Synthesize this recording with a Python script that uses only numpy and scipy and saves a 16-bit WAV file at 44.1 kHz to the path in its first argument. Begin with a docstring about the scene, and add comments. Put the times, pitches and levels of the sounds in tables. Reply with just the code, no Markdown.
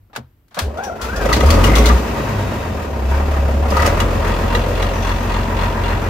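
"""A six-cylinder diesel tractor is started, heard from the driver's seat.
First the key clicks, the solenoid slams in and the starter's gear teeth whine for half a second.
Then the engine catches: periodic firings drive the exhaust and excite the block, and as the speed
flares, forced vibration rattles loose metal in the cab. The fuel is cut and the engine coasts down
with a faint whistle. Last, the governor lifts it to a gently hunting idle."""
import sys
import numpy as np
from scipy import signal
from scipy.fft import rfft, irfft, next_fast_len
from scipy.io import wavfile
from scipy.ndimage import uniform_filter1d, minimum_filter1d

SR = 44100
rng = np.random.default_rng(int(sys.argv[2]) if len(sys.argv) > 2 else 0)


def wrap_up_sound(samples):
    """Save the sound to the file named by the first command line argument, as 16-bit audio."""
    columns = np.atleast_2d(samples).T
    # keep every value between -1 and 1, then stretch to whole-number steps
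    tamed = np.clip(columns, -1, 1)
    steps = np.round(tamed * 32767).astype(np.int16)
    wavfile.write(sys.argv[1], SR, steps)


N = 268569
T = np.arange(N) / SR


def amp(db):
    """Amplitude ratio of a level."""
    return 10 ** (np.asarray(db) / 20)


def unit_rms(x):
    """Normalisation to rms 1."""
    return x / np.sqrt(np.mean(x ** 2) + 1e-20)


def curves(rows):
    """Linear interpolation of a table's columns in time."""
    times, *columns = np.transpose(rows)
    return [np.interp(T, times, column) for column in columns]


def level_at(spectrum, hz):
    """Interpolation of a spectrum on a log-frequency axis."""
    f, db = np.transpose(spectrum)
    return np.interp(np.log(hz + 1), np.log(f + 1), db)


def ramp(start, length):
    """Linear rise from 0 to 1."""
    return np.clip((T - start) / length, 0, 1)


def arch(start, length):
    """Half-sine envelope."""
    return np.sin(np.pi * ramp(start, length))


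def add(mix, start, sound):
    """Superposition of a sound from its start time."""
    part = mix[..., max(round(start * SR), 0):][..., :sound.shape[-1]]
    part += sound[..., :part.shape[-1]]


def wander(hz):
    """Random fluctuation: low-pass noise of rms 1."""
    lowpass = np.exp(-(np.fft.rfftfreq(N, 1 / SR) / hz) ** 2)
    return unit_rms(irfft(rfft(rng.standard_normal(N)) * lowpass, N))


def resonance_db(hz, modes):
    """Level added by Lorentzian resonance peaks."""
    return sum(lift / (1 + (2 * (hz - f) / width) ** 2) for f, width, lift in modes)


def colour(x, spectrum, modes=(), size=8192):
    """Minimum-phase filter of unit energy: a broad spectrum plus narrow resonances."""
    hz = abs(np.fft.fftfreq(size, 1 / SR))
    db = level_at(spectrum, hz) + resonance_db(hz, modes)
    log_gain = np.log(amp(np.maximum(db, -100)))
    taps = np.fft.ifft(np.exp(np.conj(signal.hilbert(log_gain)))).real[:size // 2]
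    return signal.oaconvolve(x, taps[None] / np.linalg.norm(taps), axes=1)[:, :N]


def resonate(x, hz, width, skirt_widths=7):
    """Forced response of one mode at rms 1; a second, wider filter steepens its skirts."""
    for bandwidth in (width, width * skirt_widths):
        x = signal.lfilter(*signal.iirpeak(hz, hz / bandwidth, SR), x)
    return unit_rms(x)


def impact(t60, tail_db, tail_t60, rise_s=0.00026):
    """Two-slope decay of noise: a metallic crack and its reverberation in the cab."""
    t = np.arange(SR // 3) / SR
    decay = amp(-60 * t / t60) + amp(tail_db - 60 * t / tail_t60)
    return decay * (1 - np.exp(-t / rise_s)) * rng.standard_normal((2, len(t)))


# spectrum of the faint background rumble and hiss: f/Hz, level/dB
BACKGROUND_SPECTRUM = [(18, -23), (30, 1.5), (95, -3.5), (202, -17), (315, -15), (410, -24.5), (2180, -36),
                       (6210, -48), (9940, -47), (10700, -51), (11900, -37), (15500, -41)]
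def background():
    """Ambient noise: steady, random and strongest in the bass."""
    return amp(-54) * colour(rng.standard_normal((2, N)), BACKGROUND_SPECTRUM)


# sound field in the cab: f/Hz, side against mid/dB
CAB_WIDTH = [(40, -36), (70, -24), (125, -10.5), (250, -13.5), (500, -6.5), (1000, -3), (2500, -2),
             (5000, -2.5), (8500, 3), (12500, -1)]
# its balance: f/Hz, left minus right/dB
CAB_BALANCE = [(60, 0.34), (200, 1), (700, 1), (1500, 2), (2400, 0.5), (4400, 7), (8000, 2), (15000, -2)]
def cab(mid_side):
    """Decorrelation: reflections from the glass widen the treble. Returns left and right."""
    size = next_fast_len(N + 4096)
    hz = np.fft.rfftfreq(size, 1 / SR)
    mid, side = rfft(mid_side, size)
    side = side * amp(level_at(CAB_WIDTH, hz))
    lean = amp(level_at(CAB_BALANCE, hz) / 2)
    return irfft(np.array([(mid + side) * lean, (mid - side) / lean]), size)[:, :N]


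def whistle(start_s=1.95, length_s=0.93, start_hz=3970, fall_hz_per_s=400):
    """Frequency glide: a thin wavering tone sinks while the engine coasts."""
    hz = (start_hz - fall_hz_per_s * (T - start_s)) * (1 + 0.0033 * wander(84))
    envelope = amp(-47.5 + 2 * wander(25)) * arch(start_s, length_s)
    return np.array([envelope * np.sin(2 * np.pi * np.cumsum(hz) / SR), np.zeros(N)])


# jolts to the cab: t/s, level/dB, f/Hz, T60/s
CAB_JOLTS = [(0, -42.5, 99, 0.45), (0.18, -29, 128, 0.28), (.19, -37, 82.6, 0.39), (.618, -12, 80.6, 0.34),
             (0.671, -7, 73, 0.16), (1.02, -19.5, 62, 0.64)]
def jolts():
    """Damped free vibration: the cab booms as the switch and the starter's torque jolt it."""
    out, t = np.zeros((2, N)), np.arange(SR) / SR
    for start, db, hz, t60 in CAB_JOLTS:
        envelope = amp(db - 60 * t / t60) * (1 - np.exp(-t / 0.0095))
        add(out[0], start, envelope * np.sin(2 * np.pi * hz * t))
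    return out


# impacts of key, switch and solenoid: t/s, level/dB, tilt/(dB per octave), T60/s
SWITCH_IMPACTS = [(.098, -56, -5.5, 0.25), (.131, -41.5, -1.5, 0.34), (0.152, -33, 0, 0.064),
                  (0.161, -21, 2.5, 0.07), (.176, -28, -9.5, 0.13), (0.482, -59, 7, 0.059),
                  (0.509, -50.5, -0.5, 0.45), (.544, -35.5, 4, 0.18), (.568, -25, -4.5, 0.37),
                  (.574, -22, -3.5, .12), (0.589, -16, 4, 0.086), (0.617, -31, 4.5, 0.21)]
# their spectrum: f/Hz, level/dB
SWITCH_SPECTRUM = [(60, -45), (100, -25), (228, -0.5), (326, -11), (564, 2.5), (1620, 1.5), (2000, -6),
                   (4000, -10.5), (7700, -23), (15500, -33.5)]
def switchgear():
    """Impact noise: the key turns through its detents and the solenoid throws the pinion in."""
    out = np.zeros((2, N))
    for start, db, tilt, t60 in SWITCH_IMPACTS:
        hit = np.zeros((2, N))
        add(hit, start, amp(db) * impact(t60, tail_db=-36, tail_t60=0.2))
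        out += colour(hit, [(hz, level + tilt * np.log2(hz / 1000)) for hz, level in SWITCH_SPECTRUM])
    return out


# gear mesh of the starter, which slows at each compression: t/s, f/Hz, level/dB
CRANKING = [(.6, 300, -47), (.685, 464, -34), (.72, 560, -42), (.755, 610, -37), (.785, 690, -24),
            (.83, 805, -30), (.865, 815, -30), (.9, 705, -29), (.98, 670, -36), (1.025, 700, -27),
            (1.07, 658, -25), (1.1, 725, -27), (1.14, 810, -26.5), (1.18, 865, -26), (1.22, 790, -22),
            (1.26, 730, -31), (1.35, 620, -40)]
# its partials: multiple of the mesh frequency, level under load/dB, level running light/dB
MESH_PARTIALS = [(.667, -9, -11), (1, 1, -15), (1.333, -17, -14), (1.667, -18, -10), (2, -7.5, -5.5),
                 (3, -24, -21)]
# bell housing resonances: f/Hz, bandwidth/Hz, gain/dB
HOUSING_MODES = [(460, 60, 4), (680, 60, 3), (1420, 90, 4), (1600, 80, 2)]
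def starter(unloaded_s=0.97, grind_depth=0.75, grind_hz=125):
    """Gear-mesh tone: uneven teeth modulate a whine that thins as the first firings take the load."""
    mesh_hz, mesh_db = curves(CRANKING)
    unloaded = ramp(unloaded_s, 0.042)
    phase = 2 * np.pi * np.cumsum(mesh_hz * (1 + 0.016 * wander(120))) / SR
    out = np.zeros((2, N))
    for k, loaded_db, light_db in MESH_PARTIALS:
        partial_db = loaded_db + unloaded * (light_db - loaded_db)
        gain = amp(mesh_db - 3 + partial_db + resonance_db(k * mesh_hz, HOUSING_MODES))
        grind = 1 + grind_depth * (wander(grind_hz) + 1j * wander(grind_hz))
        tone = np.exp(1j * (k * phase + 2 * np.pi * rng.random((2, 1))))
        out += gain * (grind * tone).real
    return out * (T > CRANKING[0][0]) * (T < CRANKING[-1][0])


HUNT_FROM_S, HUNT_CREST_S, HUNT_PERIOD_S = 4.046, 4.3, 0.2658
def hunting():
    """Governor hunting: a slow oscillation about the idle, between -1 and 1."""
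    return ramp(HUNT_FROM_S, HUNT_PERIOD_S) * np.cos(2 * np.pi * (T - HUNT_CREST_S) / HUNT_PERIOD_S)


# spectrum of a thin guard: f/Hz, level/dB
GUARD_SPECTRUM = [(1000, -30), (1900, 1.5), (2800, 1.5), (4200, -4.5), (5200, -12.5), (8000, -15.5),
                  (15000, -33)]
# its resonances: f/Hz, bandwidth/Hz, gain/dB
GUARD_MODES = [(2790, 70, 11), (3420, 150, 9), (4200, 120, 7), (4490, 90, 6), (5230, 80, 7)]
def guard(shake, crest_db=-33.5, trough_db=-12.5, fade_db_per_s=0.2):
    """Amplitude modulation: a guard rattles on each crest of the hunting, slowly calming."""
    db = crest_db - fade_db_per_s * np.maximum(T - HUNT_CREST_S, 0) + trough_db * (1 - hunting()) / 2
    return colour(shake, GUARD_SPECTRUM, GUARD_MODES) * amp(db) * ramp(HUNT_FROM_S, HUNT_PERIOD_S)


# modes of a small loose part: f/Hz, bandwidth/Hz, level/dB
SIZZLE_MODES = [(5800, 130, 0), (6080, 150, -3)]
def sizzle(shake, start_s=4.92, fade_db_per_s=36):
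    """Exponential decay: a small part sizzles once in its high modes and comes to rest."""
    age = np.maximum(T - start_s, 0)
    ringing = sum(amp(db) * resonate(shake, hz, width) for hz, width, db in SIZZLE_MODES)
    return ringing * ramp(start_s, 0.03) * amp(-44.5 - fade_db_per_s * age)


# modes of the cab panels: f/Hz, bandwidth/Hz, level/dB
PANEL_MODES = [(247, 37, 0.5), (299, 23, -3.5), (431.4, 12, 0.5), (1125, 53, -2), (1216, 44, -6),
               (1260, 23, -12), (2010, 45, -23), (2100, 34, -16), (3000, 73, -25)]
def panels(shake, thud_db):
    """Nonlinear rattle: the buzz of loose panels grows faster than the shaking, up to a ceiling."""
    out = np.zeros((2, N))
    for hz, width, db in PANEL_MODES:
        out += amp(db) * unit_rms(signal.lfilter(*signal.iirpeak(hz, hz / width, SR), shake))
    return unit_rms(out) * amp(-22.5 + 2.55 * np.minimum(thud_db + 17, 1))


# clanks: t/s, level/dB, T60/s, left minus right/dB, own resonance f/Hz, its bandwidth/Hz
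METAL_IMPACTS = [(.772, -36, .13, 3, 3500, 300), (0.835, -27, 0.18, 5.5, 5800, 350),
                 (1.013, -24.5, 0.27, 4, 4130, 200), (1.16, -24.5, 0.12, 5, 5300, 500),
                 (1.256, -24, 0.079, 4, 5900, 350), (1.326, -11, 0.14, 2.5, 4200, 900),
                 (1.363, -21, .06, 3, 5000, 1500), (1.404, -17.5, 0.068, 3, 1870, 350),
                 (1.459, -21, 0.093, 8, 4970, 400), (1.503, -6, 0.08, 3, 4560, 380),
                 (1.538, -19, .08, 3, 4560, 200), (1.639, -8.5, 0.085, 5, 2950, 500),
                 (1.667, -20, .06, 4, 5650, 400), (1.7533, -5, 0.075, 5, 3520, 600),
                 (1.783, -16, 0.08, 6, 5850, 400), (1.856, -6.5, 0.069, 4, 4050, 700),
                 (1.8866, -14.5, 0.07, 7, 2090, 350), (3.1, -33, .2, 2, 3380, 200),
                 (3.703, -24, .1, 2, 5003, 349.8), (3.7676, -22, 0.06, 9, 4055, 220),
                 (3.797, -23, .06, 6, 4550, 300), (3.82, -18.5, 0.053, 5, 4250, 300),
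                 (3.861, -11, 0.074, 2, 2230, 350), (4.001, -12.5, 0.057, 4, 2800, 350),
                 (4.2767, -25.5, 0.072, 5, 1915, 350), (4.549, -21, 0.064, 1, 3950, 349.7),
                 (4.824, -22, 0.073, 2, 2341, 350)]
# their spectrum: f/Hz, level/dB
METAL_SPECTRUM = [(300, -6), (900, 10), (1900, 0), (2500, 1.5), (3400, 0), (5850, 1), (9000, -6),
                  (13000, -7.5), (16000, -11)]
# resonances common to all clanks: f/Hz, bandwidth/Hz, nominal gain/dB
METAL_MODES = [(2030, 130, 8), (2450, 70, 5), (2900, 150, 5), (3380, 120, 7), (3720, 70, 5),
               (4520, 110, 3.5), (4950, 80, 5), (5680, 80, 6), (6100, 110, 7), (6600, 70, 7),
               (7370, 100, 5), (8600, 100, 6)]
def clanks(own_ring_db=10, spread=0.9):
    """Impact excitation: the engine rocks and loose metal clanks, each contact favouring other modes."""
    out = np.zeros((2, N))
    for start, db, t60, pan_db, hz, width in METAL_IMPACTS:
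        gains = amp(db - 3 + np.array([[pan_db], [-pan_db]]) / 2)
        hit = gains * impact(t60, tail_db=-20.5, tail_t60=0.64, rise_s=0.001)
        modes = [(f, w, lift * (1 + spread * rng.uniform(-0.94, 1))) for f, w, lift in METAL_MODES]
        add(out, start, colour(hit, METAL_SPECTRUM, modes + [(hz, width, own_ring_db)]))
    return out


# stretches of louder ringing and hum in the cab: t/s, duration/s, level/dB, f/Hz, bandwidth/Hz
RINGING_STRETCHES = [(1.21, .11, -22, 500, 90), (1.32, .65, -24, 305, 45), (1.607, .33, -27.5, 2090, 130),
                     (1.87, .074, -23, 1230, 110), (2.6, 1.7, -34, 770, 110), (3.09, .1, -37, 1560, 90),
                     (3.7, .3, -25, 640, 260), (3.72, .16, -25.5, 1225, 90), (3.85, .24, -29, 1050, 300),
                     (3.78, .06, -26, 1940, 90), (4.15, .95, -27, 510, 120), (5.1, .95, -34.5, 970, 80)]
def cab_ringing(shake):
    """Narrow-band resonance: ringing and hum swell and fade, each stretch at one pitch."""
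    return sum(amp(db) * arch(start, length) * resonate(shake, hz, width)
               for start, length, db, hz, width in RINGING_STRETCHES)


# modes of a loose sheet-metal cover: f/Hz, bandwidth/Hz, level/dB
COVER_MODES = [(250, 44, 12.5), (431, 32, 1.5), (562, 42, 7.5), (962, 29, 0), (1216.5, 43, 4),
               (1552, 92, -3), (1942, 47, 2.5), (2784, 52, -3.5), (3334, 100, -2), (3944, 35, -5.5)]
def cover_chatter(shake, clatter_db, loose_db=-23, drift_db=3.5, drift_hz=6.2):
    """Forced vibration: the cover taps at each firing; as it shifts, one mode after another leads."""
    modes = np.array([resonate(shake, hz, width) * amp(drift_db * np.tanh(wander(drift_hz)))
                      for hz, width, _ in COVER_MODES])
    seated = unit_rms(np.tensordot(mode_shares(centre_hz=1110, fall_db=9), modes, 1))
    loose = unit_rms(np.tensordot(mode_shares(centre_hz=2080, fall_db=4), modes, 1))
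    chatter_db = -47 + 3.8 * np.minimum(clatter_db - loose_db, 0)  # dies fast below loose_db
    return seated * amp(clatter_db - 12.5) + loose * amp(chatter_db)


def mode_shares(centre_hz, fall_db):
    """Modal participation: the cover's modes weaken by the octave on both sides of a centre."""
    hz, _, db = np.transpose(COVER_MODES)
    gains = amp(db - fall_db * abs(np.log2(hz / centre_hz)))
    return gains / np.linalg.norm(gains)


# hard slaps of the cover: t/s, level/dB, centre f/Hz, fall/(dB per octave)
COVER_SLAPS = [(1.316, -8, 1240, 21), (1.33, -8, 2000, 20), (1.408, -8, 1500, 4), (1.53, -4, 560, 9),
               (1.575, -3, 450, 9), (1.641, -10, 2100, 7), (1.684, 1, 330, 7), (1.745, -15, 2000, 16),
               (1.797, 0, 300, 11), (1.897, -5, 1250, 10), (3.721, -6.5, 700, 8), (3.748, -13, 900, 9),
               (3.772, -9.5, 1220, 18), (3.794, -17, 1950, 25), (3.808, -10.5, 750, 9),
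               (3.846, -20, 1800, 13), (3.9, -13, 649.7, 8), (3.932, -11, 560.5, 10), (4.002, -10, 1900, 2),
               (4.55, -7, 2301, 4.5), (4.826, -16, 3102, 5), (5.31, -14, 961, 11)]
def cover_slaps(rise_cycles=1.8, detune=0.01):
    """Modal superposition: the cover slams and rings out; where it lands decides which modes lead."""
    out, t = np.zeros((2, N)), np.arange(SR // 6) / SR
    for start, db, centre_hz, fall_db in COVER_SLAPS:
        for share, (hz, width, _) in zip(mode_shares(centre_hz, fall_db), COVER_MODES):
            envelope = np.exp(-np.pi * width * t) * (1 - np.exp(-t * hz / rise_cycles))
            cycles = hz * (1 + detune * rng.standard_normal()) * t + rng.random((2, 1))
            add(out, start, amp(db) * share * envelope * np.sin(2 * np.pi * cycles))
    return out


# fuel fed by the governor, cut at the top of the flare and restored in two steps: t/s, level/dB
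FUEL_FEED = [(1.1, -22), (1.2, -6.5), (1.38, -7), (1.47, 8), (1.7, -0.5), (1.88, -1.5), (1.96, -1),
             (2.02, -21), (2.55, -19), (2.85, -22), (3, -14.5), (3.12, -3.5), (3.7, -5.5), (3.82, -2.5),
             (4.1, -4.5), (6.09, -8)]
# cab resonance acting on the first two orders: f/Hz, level at full fuel/dB
CAB_BOOM = [(23, -31), (29, -37), (35, -26), (44, -15), (58, -7.5), (70, -9.5), (88, -17.5), (100, -14.5),
            (120, -39)]
# weaker orders from unequal cylinders: multiple of the firing rate, level against the thud/dB
WEAK_ORDERS = [(1.5, -30), (2.333, -33), (2.5, -8.5), (2.667, -9), (3, -13), (4, -15), (5, -16),
               (5.333, -21), (7, -19)]
# response of the cab's air to those orders: f/Hz, gain/dB
CAB_RESPONSE = [(100, -6.5), (118, -6), (135, 0.5), (155, -15.5), (180, 2.5), (230, -2), (280, 0.5)]
def exhaust(cycles, firing_hz, thud_db):
    """Engine orders: tones at multiples of the firing rate sweep through the cab's resonances."""
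    fuel_db, phase = curves(FUEL_FEED)[0], 2 * np.pi * cycles
    first_db = fuel_db + 2.5 * hunting() + level_at(CAB_BOOM, firing_hz)
    pumping_db = -12 + 17 * np.log2(firing_hz / 38.2)  # compression alone, with the fuel cut
    second_db = np.maximum(fuel_db, pumping_db) - 1.5 + level_at(CAB_BOOM, 2 * firing_hz)
    second_db += 0.75 * wander(4.7)
    drone = amp(first_db) * np.sin(phase) - amp(second_db) * np.cos(2 * phase)
    for order, db in WEAK_ORDERS:
        order_db = thud_db + db + level_at(CAB_RESPONSE, order * firing_hz) + 2 * wander(4.5)
        drone += amp(order_db) * np.cos(order * phase + 2 * np.pi * rng.random())
    return np.sqrt(2) * drone * ramp(1.08, 0.066)


def firings(cycles, t60, alike, uneven_db, chance_db, rise_s=0.0024, cylinders=6):
    """Cyclostationary noise: a burst per firing; each cylinder repeats the share `alike` of its power."""
    onsets = np.flatnonzero(np.diff(np.floor(cycles)))
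    t = np.arange(SR // 8) / SR
    envelope = amp(-60 * t / t60) * (1 - np.exp(-t / rise_s))
    signatures = rng.standard_normal((cylinders, 2, len(t)))
    cylinder_db = uneven_db * unit_rms(rng.permutation(cylinders) - (cylinders - 1) / 2)
    out = np.zeros((2, N))
    for k, i in enumerate(onsets):
        fresh = rng.standard_normal((2, len(t)))
        burst = np.sqrt(alike) * signatures[k % cylinders] + np.sqrt(1 - alike) * fresh
        gain = amp(cylinder_db[k % cylinders] + chance_db * rng.uniform(-0.74, 1))
        gain /= np.sqrt(cycles[i + 1] - cycles[i])  # keeps the power independent of speed
        add(out, i / SR, gain * envelope * burst)
    return unit_rms(out)


# engine speed as firing rate: t/s, f/Hz
FIRING_RATE = [(1.1, 23.1), (1.33, 26.2), (1.5, 38), (1.8, 56.6), (1.98, 61.6), (2.4, 49.8), (2.55, 43.6),
               (2.7, 41.9), (3.03, 31.5), (3.22, 36.8), (3.45, 34.4), (3.8, 35.8), (3.9, 41.1), (4.05, 45),
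               (4.2, 41.9), (4.5, 44), (6.09, 44.5)]
# how hard it works: t/s, block thud level/dB, gear and valve clatter level/dB, injector tick level/dB
ENGINE_LEVELS = [(.62, -29.5, -48, -58), (.8, -32.5, -40, -50), (1, -30, -36, -49.5), (1.05, -30, -32, -40),
                 (1.13, -26.5, -32.5, -42.5), (1.23, -21, -24.5, -35.5), (1.45, -15.5, -20, -35),
                 (1.8, -16.5, -23, -31.5), (1.92, -18, -22.5, -34), (1.99, -22, -26, -37),
                 (2.4, -22.5, -25.5, -38), (3.02, -25, -31, -44.5), (3.13, -24, -25.5, -39.5),
                 (3.68, -21.5, -28.5, -42), (3.77, -20, -20, -32), (4.1, -20, -24, -39.5),
                 (5.1, -23.5, -24, -38.5), (6.09, -22.5, -24, -40.5)]
# spectra of the low rumble, the thud, the clatter and the tick: f/Hz, level/dB
RUMBLE_SPECTRUM = [(18, -53), (35, -17), (55, 14), (72, 14.5), (100, -8), (140, -3), (300, -50.5)]
THUD_SPECTRUM = [(53, -30.5), (90, 1), (113, -9), (151, -12.5), (230, -3.5), (286, -12), (319, -9.5),
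                 (470, -8.5), (553, -10.5), (606, -10), (780, -15), (1010, -45), (1720, -120)]
CLATTER_SPECTRUM = [(420, -38), (720, -3.5), (806, -4.5), (922, 0), (1120, -2.5), (1220, -11), (1350, -5),
                    (1720, -7.5), (1870, -12.5), (2100, -13), (2600, -16), (3380, -48.5), (5720, -120)]
TICK_SPECTRUM = [(1700, -15.5), (2400, 3), (3080, -1), (4000, -6.5), (5200, -6), (7000, -10), (9000, -18.5),
                 (11500, -15.5), (15000, -12.5), (16500, -47)]
# resonances of the block and its covers: f/Hz, bandwidth/Hz, gain/dB
BLOCK_MODES = [(550, 34, 6), (654, 25, 4), (935, 26, 7), (1014, 27, 3.5), (1190, 41, 8), (1847, 67, 7.5),
               (1940, 40, 6.5), (2630, 90, 4), (3430, 82, -1), (3850, 70, 2), (5640, 98, -7)]
def engine():
    """Source and filter: each firing excites block, gears, injectors, loose metal and exhaust."""
    firing_hz = curves(FIRING_RATE)[0]
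    cycles = np.cumsum(firing_hz * (1 + 0.005 * wander(12))) / SR
    thud_db, clatter_db, tick_db = curves(ENGINE_LEVELS)
    clatter_db += 1.74 * hunting()
    rumble = firings(cycles, t60=0.21, alike=1, uneven_db=5, chance_db=4.5)
    thud = firings(cycles, t60=0.34, alike=0.65, uneven_db=1.4, chance_db=0.5)
    clatter = firings(cycles, t60=0.39, alike=0.54, uneven_db=2, chance_db=3.5)
    tick = firings(cycles, t60=0.5, alike=0.083, uneven_db=2, chance_db=2.6, rise_s=0.0034)
    out = colour(rumble, RUMBLE_SPECTRUM) * amp(thud_db - 6)
    out += colour(thud, THUD_SPECTRUM, BLOCK_MODES) * amp(thud_db - 2.5)
    out += colour(clatter, CLATTER_SPECTRUM, BLOCK_MODES) * amp(clatter_db - 4)
    out += colour(tick, TICK_SPECTRUM, BLOCK_MODES) * amp(tick_db)
    out += panels(firings(cycles, t60=0.15, alike=0.36, uneven_db=3, chance_db=1.5), thud_db)
    taps = firings(cycles, t60=0.11, alike=0.29, uneven_db=2.5, chance_db=5.5)
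    out += cover_chatter(taps, clatter_db) + cab_ringing(taps)
    tremble = firings(cycles, t60=0.085, alike=0.3, uneven_db=2, chance_db=2.5)
    out += guard(tremble) + sizzle(tremble)
    out[0] += exhaust(cycles, firing_hz, thud_db)  # mid channel only
    return out * ramp(0.6, 0.044)


def scene():
    """Superposition: the sources share the cab's sound field; each clank has its own direction."""
    mid_side = background() + engine() + starter() + whistle() + switchgear() + jolts() + cover_slaps()
    return cab(mid_side) + clanks()


def record(dry, ceiling=0.96, cutoff_hz=15800):
    """Peak limiting by a smoothed gain, then band limiting by a low-pass filter."""
    gain = np.minimum(ceiling / (abs(dry).max(0) + 1e-9), 1)
    limited = dry * uniform_filter1d(minimum_filter1d(gain, size=301), size=301)
    lowpass = signal.firwin(511, cutoff_hz, window=("kaiser", 9), fs=SR)
    return signal.oaconvolve(limited, lowpass[None], "same")


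dry = scene()
out = record(dry)
wrap_up_sound(out)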